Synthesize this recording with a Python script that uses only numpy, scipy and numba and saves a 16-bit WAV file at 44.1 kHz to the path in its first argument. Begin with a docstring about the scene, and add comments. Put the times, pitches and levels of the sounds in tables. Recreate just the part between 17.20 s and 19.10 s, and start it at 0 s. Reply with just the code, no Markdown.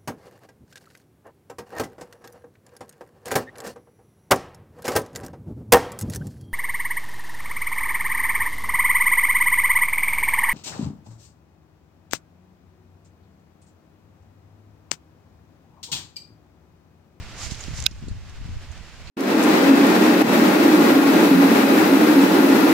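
"""Sleeve rustle and a sharp knock, outdoors

Light wind buffets the two microphone ports of a hand-held camera over a steady outdoor hiss.
A sleeve rubs and fingers tick on the casing, then something hard snaps against it and rings
its damped modes in one sharp knock. The gain control ducks at the knock and creeps back."""
import sys
import numpy as np
from scipy import signal
from scipy.fft import rfft, irfft
from scipy.io import wavfile
from numba import njit

SR = 44100
rng = np.random.default_rng(int(sys.argv[2]) if len(sys.argv) > 2 else 0)


def generate_wav(signal):
    """Clip the signal to [-1, 1] and save it as 16-bit WAV at the path in sys.argv[1]."""
    frames = np.transpose(np.atleast_2d(signal))
    scaled = np.clip(frames, -1, 1) * 32767
    pcm = np.round(scaled).astype(np.int16)
    wavfile.write(sys.argv[1], SR, pcm)


N = 83790
TIME_S = np.arange(N) / SR
FREQ_HZ = np.fft.rfftfreq(N, 1 / SR)


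def undb(db):
    """Decibels to gain."""
    return 10 ** (np.asarray(db) / 20)


def unit_rms(x):
    """Scale to rms 1."""
    return x / np.sqrt(np.mean(x ** 2))


def pan(left_minus_right_db):
    """Left and right gains; the nearer port gets 1."""
    return undb(np.minimum([[left_minus_right_db], [-left_minus_right_db]], 0))


def over_time(table, column=1):
    """Table column, interpolated in time."""
    rows = np.array(table)
    return np.interp(TIME_S, rows[:, 0], rows[:, column])


def over_freq(table, column=1):
    """Table column, interpolated in log frequency."""
    rows = np.array(table)
    return np.interp(np.log(FREQ_HZ + 1), np.log(rows[:, 0]), rows[:, column])


def decay(start_s, t60_s):
    """Silence, then exponential decay from 1."""
    age_s = (np.arange(N) - round(start_s * SR)) / SR
    return (age_s >= 0) * np.exp(-np.log(1000) * np.maximum(age_s, 0) / t60_s)


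def butter(x, hz, kind):
    """Two-pole low-pass or high-pass."""
    return signal.sosfilt(signal.butter(2, hz, kind, fs=SR, output="sos"), x)


def resonance(noise, hz, width_hz):
    """Noise through two band-passes in series, rms 1."""
    for band_hz in (width_hz, 2 * width_hz):
        noise = signal.lfilter(*signal.iirpeak(hz, hz / band_hz, fs=SR), noise)
    return unit_rms(noise)


def flicker(rate_hz):
    """Smooth random wander, rms 1."""
    spectrum = rfft(rng.standard_normal(N)) * np.exp(-(FREQ_HZ / rate_hz) ** 2)
    return unit_rms(irfft(spectrum, N))


def stereo_noise(spectrum, stereo):
    """Coloured noise with coherence and balance set per frequency, rms 1."""
    mid, side = rfft(rng.standard_normal((2, N)))
    coherence = np.clip(over_freq(stereo), 0, 1)
    sign = np.array([[1], [-1]])
    ports = mid * np.sqrt(1 + coherence) + sign * side * np.sqrt(1 - coherence)
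    shape_db = over_freq(spectrum) + sign * over_freq(stereo, column=2) / 2
    return unit_rms(irfft(ports * undb(shape_db), N))


# Hiss spectrum (frequency [Hz], relative density [dB])
HISS_SPECTRUM = [(100, 12.5), (250, 2.5), (400, 0.5), (700, 0), (1100, 0), (1700, 1), (2500, 0),
                 (3500, -2.5), (5200, -4), (7000, -10), (9000, -19), (12000, -25.5), (16000, -35)]
# Hiss at the two ports (frequency [Hz], coherence [0-1], left minus right [dB])
HISS_IMAGE = [(199, 1, -0.5), (694, 0.97, -3), (1410, 0.84, -2.5), (2830, 0.53, -2.5), (4830, 0.04, 2),
              (5860, 0, -1), (7200, 0.14, -10.5), (15000, 0.24, 3.5)]


def outdoor_hiss():
    """Steady outdoor background with a slight level flicker."""
    level_db, flicker_db = -42, 1
    return stereo_noise(HISS_SPECTRUM, HISS_IMAGE) * undb(level_db + flicker_db * flicker(rate_hz=36))


# Turbulence spectrum (frequency [Hz], relative density [dB])
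WIND_SPECTRUM = [(15, 1.5), (28, 0.5), (55, 6.5), (90, 3.5), (130, -3.5), (200, -13), (300, -22.5),
                 (450, -33), (900, -43), (4000, -100)]
# Gust envelope (time [s], left level [dB], right level [dB])
GUST_LEVELS = [(0, -35, -35), (.16, -49, -43), (.31, -42, -29.5), (.42, -50, -40), (.52, -35, -31),
               (.6, -32.5, -37), (.68, -29, -31), (.77, -29.5, -26.5), (.85, -26.5, -24.5), (.92, -22, -25),
               (.98, -29.5, -25.5), (1.04, -35.5, -34), (1.14, -32, -31.5), (1.24, -25, -32),
               (1.34, -24.5, -26), (1.44, -34, -37.5), (1.6, -46, -32), (1.72, -45.5, -42), (1.9, -40, -31)]
# Single eddies (time [s], peak [dB], pitch [Hz], left minus right [dB])
EDDY_THUMPS = [(0.321, -14.5, 99, -31), (0.484, -19, 127, -28), (.513, -24.5, 90, 8),
               (0.539, -21, 89.5, -23), (.590, -23.5, 85, 28), (0.715, -20, 120, 8),
               (.826, -15.5, 110, -15), (.840, -18, 140, 7.5), (.872, -21.5, 139, -4),
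               (0.8837, -13.5, 160, -10), (0.915, -15, 103, 21), (1.216, -19.5, 96, 23),
               (1.258, -19.5, 88, -9), (1.293, -20, 110, 18), (1.369, -16, 54.5, -28),
               (1.508, -17.5, 53, -18), (1.61, -20.5, 68.6, -17)]


def wind():
    """Turbulence rumbles at each port independently; eddies pass as pointed pressure bumps."""
    spectrum = rfft(rng.standard_normal((2, N))) * undb(over_freq(WIND_SPECTRUM))
    gusts = undb([over_time(GUST_LEVELS), over_time(GUST_LEVELS, column=2)])
    out = unit_rms(irfft(spectrum, N)) * gusts
    for centre_s, peak_db, hz, pan_db in EDDY_THUMPS:
        offset_sq = (np.pi * hz * (TIME_S - centre_s)) ** 2
        bump = (1 - 3 * offset_sq) / (1 + offset_sq) ** 3
        out += undb(peak_db) * pan(pan_db) * bump
    return out


# Cloth friction spectrum (frequency [Hz], relative density [dB])
CLOTH_SPECTRUM = [(300, -4), (800, 0.5), (1200, -17), (2000, 1), (3800, 0.5), (5200, 5.5), (6800, 3.5),
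                  (8500, -10.5), (12000, -20.5), (16000, -34)]
# Cloth at the two ports (frequency [Hz], coherence [0-1], left minus right [dB])
CLOTH_IMAGE = [(700, 0.98, -2), (2520, 0.68, -4), (4950, 0.4, 2), (6340, 0, -7.5), (7600, .1, -17),
               (10500, 0.4, -13), (15000, .1, -13)]
# Rubbing strokes (time [s], level [dB])
RUB_LEVELS = [(.14, -67), (.185, -40), (.235, -33), (.262, -35), (.295, -43.5), (.318, -36), (.35, -47),
              (.39, -45.5), (.44, -42), (.48, -48), (.53, -49), (.58, -36.5), (.615, -41.5), (.655, -47),
              (.68, -47.5), (1.0, -61), (1.84, -68), (1.88, -54.5), (1.9, -56)]


def sleeve_rustle():
    """Fibres catch and slip in strokes; the first stroke rasps upward as it speeds up."""
    grain_db = 0.5
    rasp_db, rasp_centre_s, rasp_half_width_s = -47.5, 0.212, 0.04
    rasp_hz, rasp_width_hz, rise_hz_per_s = 1170, 185, 4000
    fibres = stereo_noise(CLOTH_SPECTRUM, CLOTH_IMAGE)
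    strokes = undb(over_time(RUB_LEVELS) + grain_db * flicker(rate_hz=500))
    offset_s = TIME_S - rasp_centre_s
    phase = 2 * np.pi * np.cumsum(rasp_hz + rise_hz_per_s * offset_s) / SR
    rasp = flicker(rasp_width_hz) * np.sin(phase) + flicker(rasp_width_hz) * np.cos(phase)
    swell = np.exp(-(offset_s / rasp_half_width_s) ** 2)
    return fibres * strokes + undb(rasp_db) * swell * rasp


# Catches on the casing; the last two rows are a faint door creak (time [s], relative level [dB], frequency
# [Hz], width [Hz], t60 [s], left minus right [dB])
TICKS_AND_CREAK = [(0.3109, -26, 4900, 2500, 0.015, -6), (0.346, -31, 3500, 3000, 0.011, 1),
                   (.3530, -26, 5100, 3000, 0.0054, -12), (.4060, -30, 6870, 600, 0.053, -15),
                   (0.425, -44, 7100, 600, .14, -19), (0.4394, -27, 3880, 2500, .008, -5),
                   (.6025, -22, 6340, 2000, 0.011, -9), (0.6249, -19.5, 6370, 2000, 0.0055, -3),
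                   (0.64, -22.5, 6800, 1200, 0.011, -13), (.7120, -30, 5240, 1700, 0.036, -3),
                   (0.8836, -38, 4230, 900, 0.085, -2.5), (.8840, -33.5, 7360, 1600, .06, -8),
                   (1.0965, -37, 6000, 3500, .025, -8), (1.516, -40, 6500, 2000, .06, -9),
                   (1.577, -41.5, 5540, 3000, 0.055, -6), (1.872, -40, 4200, 500, 0.23, -17),
                   (1.873, -43, 2530, 397, 0.17, -2)]


def ticks_and_creak():
    """Fingers and fabric catch on the casing, and a door creaks faintly near the end; each burst rings one
    resonance."""
    out = np.zeros((2, N))
    for start_s, level_db, hz, width_hz, t60_s, pan_db in TICKS_AND_CREAK:
        ring = resonance(rng.standard_normal((2, N)), hz, width_hz)
        out += ring * decay(start_s, t60_s) * undb(level_db) * pan(pan_db)
    return butter(out, hz=9300, kind="lowpass")


# Blow and rebound (time [s], relative level [dB])
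KNOCK_BLOWS = [(.6644, 0.5), (.6680, -26)]
# Casing modes (frequency [Hz], relative level [dB], t60 [s], left minus right [dB])
CASING_MODES = [(1530, -21, 0.028, -1), (2577, -11.5, 0.026, -12), (2786, -9, 0.018, -20),
                (3570, -0.5, 0.0078, -14), (3880, 2.5, 0.0094, -9.5), (4670, -26, 0.022, -17),
                (5090, -2, 0.013, -9), (6236, -7, 0.016, -30), (8370, -9.5, 0.0048, -18),
                (10820, -12.5, 0.0037, -24), (14580, -13, 0.005, -22)]


def knock():
    """A short scrape swells into a hard blow that rings damped modes and rebounds once."""
    blow_gain_db, contact_s = 6, 0.0015
    crack_relative_db, crack_t60_s, crack_pan_db = -7, 0.011, -25
    scrape_gain_db, scrape_t60_s, scrape_pan_db = -9, 0.014, -25
    out = np.zeros((2, N))
    for start_s, blow_db in KNOCK_BLOWS:
        ring = np.zeros((2, N))
        for hz, mode_db, t60_s, pan_db in CASING_MODES:
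            mode = np.sin(2 * np.pi * hz * (TIME_S - start_s)) * decay(start_s, t60_s)
            ring += undb(mode_db) * pan(pan_db) * mode
        noise = butter(rng.standard_normal(N), hz=7560, kind="lowpass")
        crack = undb(crack_relative_db) * pan(crack_pan_db) * decay(start_s, crack_t60_s) * noise
        onset = 1 - decay(start_s, contact_s)
        out += undb(blow_gain_db + blow_db) * (ring + crack) * onset
    until_blow_s = KNOCK_BLOWS[0][0] - TIME_S
    swell = (until_blow_s > 0) * np.exp(-np.log(1000) * np.abs(until_blow_s) / scrape_t60_s)
    scrape = resonance(rng.standard_normal(N), hz=4500, width_hz=1760)
    out += undb(scrape_gain_db) * pan(scrape_pan_db) * swell * scrape
    left, right = butter(out, hz=1470, kind="highpass")  # a small body radiates little bass
    return np.array([np.roll(left, 1), right])  # reaches the left port one sample later


def scene():
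    """Sum at the two microphone ports."""
    return outdoor_hiss() + sleeve_rustle() + ticks_and_creak() + knock() + wind()


@njit
def gain_reduction_db(excess_db, attack_s, recover_s):
    """Peak hold on the excess over the limit, with smoothed attack and slow recovery."""
    attack, recover = 1 - np.exp(-1 / (attack_s * SR)), 1 / (recover_s * SR)
    reduction_db = np.empty(len(excess_db))
    held_db, smooth_db = 0., 0.
    for i in range(len(excess_db)):
        held_db = max(excess_db[i], held_db * (1 - recover))
        smooth_db += (held_db - smooth_db) * attack
        reduction_db[i] = smooth_db
    return reduction_db


def record(dry):
    """Gain control ducks at the knock, overshoot clips, circuit hiss adds, the top is cut."""
    limit_db, look_ahead_s = 2.5, 0.00035
    clip_db, circuit_db, top_hz = -0.6, -72.5, 16200
    excess_db = 20 * np.log10(np.abs(dry).max(axis=0) + 1e-9) - limit_db
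    duck_db = gain_reduction_db(excess_db, attack_s=0.00067, recover_s=1.0)
    duck_db = np.interp(TIME_S + look_ahead_s, TIME_S, duck_db)
    clipped = np.clip(dry * undb(-duck_db), -undb(clip_db), undb(clip_db))
    circuit_hiss = undb(circuit_db) * rng.standard_normal((2, N))
    lowpass = signal.firwin(201, top_hz, fs=SR)
    return signal.fftconvolve(clipped + circuit_hiss, lowpass[None], mode="same", axes=1)


dry = scene()
out = record(dry)
generate_wav(out)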